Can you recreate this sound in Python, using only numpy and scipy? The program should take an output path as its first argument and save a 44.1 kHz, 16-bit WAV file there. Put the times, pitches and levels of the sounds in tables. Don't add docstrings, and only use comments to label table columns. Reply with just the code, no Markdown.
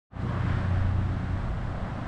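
import sys
import numpy as np
from scipy import signal
from scipy.fft import rfft, irfft, next_fast_len
from scipy.io import wavfile
from scipy.ndimage import map_coordinates

SR = 44100
rng = np.random.default_rng(int(sys.argv[2]) if len(sys.argv) > 2 else 0)


def pcm_store(signal):
    levels = np.round(np.clip(np.atleast_2d(signal), -1, 1) * 32767)
    wavfile.write(sys.argv[1], SR, levels.astype(np.int16).T)


N = 91551
TIME_S = np.arange(N) / SR

BLADE_HZ = 91.1
MAINS_HZ = 60.05


def amp(db):
    return 10 ** (np.asarray(db) / 20)


def unit(x):
    return x / np.sqrt(np.mean(x ** 2) + 1e-20)


def curves(rows):
    times_s, *columns = np.transpose(rows)
    return [np.interp(TIME_S, times_s, column) for column in columns]


def wobble(knots_per_s):
    knots = rng.standard_normal(256)
    position = TIME_S * knots_per_s + 2
    return map_coordinates(knots, [position], mode="wrap")


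def filtered(x, response):
    padded = next_fast_len(N + 8192)
    gain = response(np.fft.rfftfreq(padded, 1 / SR))
    return irfft(rfft(x, padded) * gain, padded)[:N]


def noise(spectrum):
    points_hz, points_db = np.transpose(spectrum)

    def response(hz):
        return amp(np.interp(np.log(hz + 1), np.log(points_hz), points_db, right=-120))

    return unit(filtered(rng.standard_normal(N), response))


def tone(pitch_hz, waver_db, drift_rad):
    phase = 2 * np.pi * (pitch_hz * TIME_S + rng.random()) + drift_rad * wobble(6.01)
    waver = amp(waver_db * wobble(8.84))
    return unit(waver * np.sin(phase))


# start_s [s], level_db [dB]
DRONE_LEVEL = [(.15, -34), (.27, -40.5), (.37, -30), (.46, -34), (.54, -29), (.61, -31), (.69, -27),
               (.98, -28.5), (1.13, -31), (1.24, -34.5), (1.34, -29.5), (1.45, -44), (1.7, -41),
               (2.05, -43.5)]
# start_s [s], level_db [dB]
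OVERTONE_LEVEL = [(.2, -41), (.5, -42), (.75, -50.5), (1.15, -43), (1.5, -55), (2.05, -47)]
# multiple [times the blade rate], relative_level_db [dB]
BLADE_OVERTONES = [(2, 1), (3, -3.5), (4, -11.5)]


def fan_drone():
    drone_db, = curves(DRONE_LEVEL)
    overtone_db, = curves(OVERTONE_LEVEL)
    overtones = sum(amp(db) * tone(round(multiple) * BLADE_HZ, waver_db=2.0, drift_rad=0.78)
                    for multiple, db in BLADE_OVERTONES)
    drone = tone(BLADE_HZ, waver_db=.5, drift_rad=0.15)
    return amp(drone_db) * drone + amp(overtone_db) * overtones


# start_s [s], body_db [dB], middle_db [dB], treble_db [dB]
RUSH_LEVEL = [(.15, -40, -41, -45), (.24, -47, -49, -49), (.31, -40.5, -42.5, -45.5),
              (.41, -45.5, -42, -44.5), (.53, -44, -45, -42), (.66, -43.5, -45.5, -45),
              (.79, -43, -46, -45), (.95, -47, -47, -48.5), (1.2, -45.5, -50, -47.5),
              (1.42, -46.5, -47.5, -48), (1.6, -46, -48.7, -49.5), (1.8, -43.5, -48, -49.5),
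              (1.92, -44.7, -47, -48), (2.06, -43.7, -45, -48)]
# pitch_hz [Hz], relative_level_db [dB per Hz]
BODY_SPECTRUM = [(250, -24.5), (430, -7), (560, 0), (720, 0.5), (820, -1.5), (1000, -13.5), (1500, -39.5)]
# pitch_hz [Hz], relative_level_db [dB per Hz]
MIDDLE_SPECTRUM = [(600, -31.5), (850, -5), (1020, -0.5), (1180, -0.5), (1350, -7), (1700, -18.5),
                   (3000, -47.5)]
# pitch_hz [Hz], relative_level_db [dB per Hz]
TREBLE_SPECTRUM = [(900, -38), (1280, -0.5), (1520, 0), (1800, -3), (2030, -5.5), (2350, -11), (3300, -15),
                   (4300, -22.5), (5400, -27.5), (6700, -34), (8200, -34), (10000, -48)]


def grille_rush():
    body_db, middle_db, treble_db = curves(RUSH_LEVEL)
    bands = [(body_db, BODY_SPECTRUM), (middle_db, MIDDLE_SPECTRUM), (treble_db, TREBLE_SPECTRUM)]
    rush = sum(amp(db + .35 * wobble(16)) * noise(spectrum) for db, spectrum in bands)
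    chop_depth = .05
    chop = 1 + chop_depth * np.sin(2 * np.pi * BLADE_HZ * TIME_S)
    return chop * rush


# start_s [s], level_db [dB]
CHURN_LEVEL = [(.2, -36), (.36, -35), (.56, -33.5), (.7, -35.5), (1.15, -35.5), (1.55, -38.5),
               (2.05, -36.5)]
# pitch_hz [Hz], relative_level_db [dB per Hz]
CHURN_SPECTRUM = [(50, -15.5), (85, -1), (140, 0.5), (190, -1.5), (240, -6), (290, -11.5), (380, -14.5),
                  (500, -27), (900, -47.5)]


def cabinet_churn():
    churn_db, = curves(CHURN_LEVEL)
    return amp(churn_db) * noise(CHURN_SPECTRUM)


# start_s [s], level_db [dB]
HUM_LEVEL = [(.2, -34.5), (.5, -35), (.78, -38.5), (.98, -35.5), (1.18, -41), (1.42, -36.5), (1.72, -41),
             (2.05, -42.5)]
# [dB, rms before following the hum]
CASING_TONES = [(58.3, -42.5), (170, -46.5), (209, -54), (319.7, -56.5), (354, -57), (472, -62.5),
                (780, -63), (959, -61), (1061, -67.5), (2018, -73), (4009, -80), (4133, -81.5)]


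def compressor():
    hum_db, = curves(HUM_LEVEL)
    hum_gain = amp(hum_db)
    hum = tone(2 * MAINS_HZ, waver_db=0.1, drift_rad=.2)
    casing = sum(amp(db) * tone(pitch_hz, waver_db=1.5, drift_rad=0.87)
                 for pitch_hz, db in CASING_TONES)
    return hum_gain * hum + unit(hum_gain) * casing


# start_s [s], level_db [dB]
BREEZE_LEVEL = [(.2, -43), (.42, -44), (.52, -29), (.64, -40.5), (.83, -30), (.94, -39), (1.04, -33),
                (1.2, -38), (1.4, -35), (1.53, -30.5), (1.66, -37.5), (1.75, -33.5), (1.83, -32.5),
                (1.93, -39.5), (2.06, -41)]
# pitch_hz [Hz], relative_level_db [dB per Hz]
RUMBLE_SPECTRUM = [(5, -7), (20, -2), (42, 0), (62, -1), (80, -6), (120, -20), (300, -50)]


def breeze():
    level_db, = curves(BREEZE_LEVEL)
    return amp(level_db) * noise(RUMBLE_SPECTRUM)


# pitch_hz [Hz], relative_level_db [dB per Hz]
HISS_SPECTRUM = [(1800, -8.5), (2800, 6.5), (4000, 5), (5400, -1.5), (6700, -4.5), (8200, -4.5),
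                 (9300, -11), (10500, -16.5), (11800, -26), (14000, -26), (15500, -36)]


def fine_hiss():
    hiss_db = -63.5
    return amp(hiss_db) * noise(HISS_SPECTRUM)


def scene():
    unit_sound = fan_drone() + grille_rush() + cabinet_churn() + compressor()
    return (unit_sound + breeze() + fine_hiss())[None]


FADE_START_S, FADE_S, FADE_POWER = 0.098, 0.12, 1.7
TOP_HZ = 15650


def record(dry):
    fade = np.clip((TIME_S - FADE_START_S) / FADE_S, 0, 1) ** FADE_POWER
    low_pass = signal.butter(16, TOP_HZ, fs=SR, output="sos")
    return signal.sosfilt(low_pass, dry * fade)


dry = scene()
out = record(dry)
pcm_store(out)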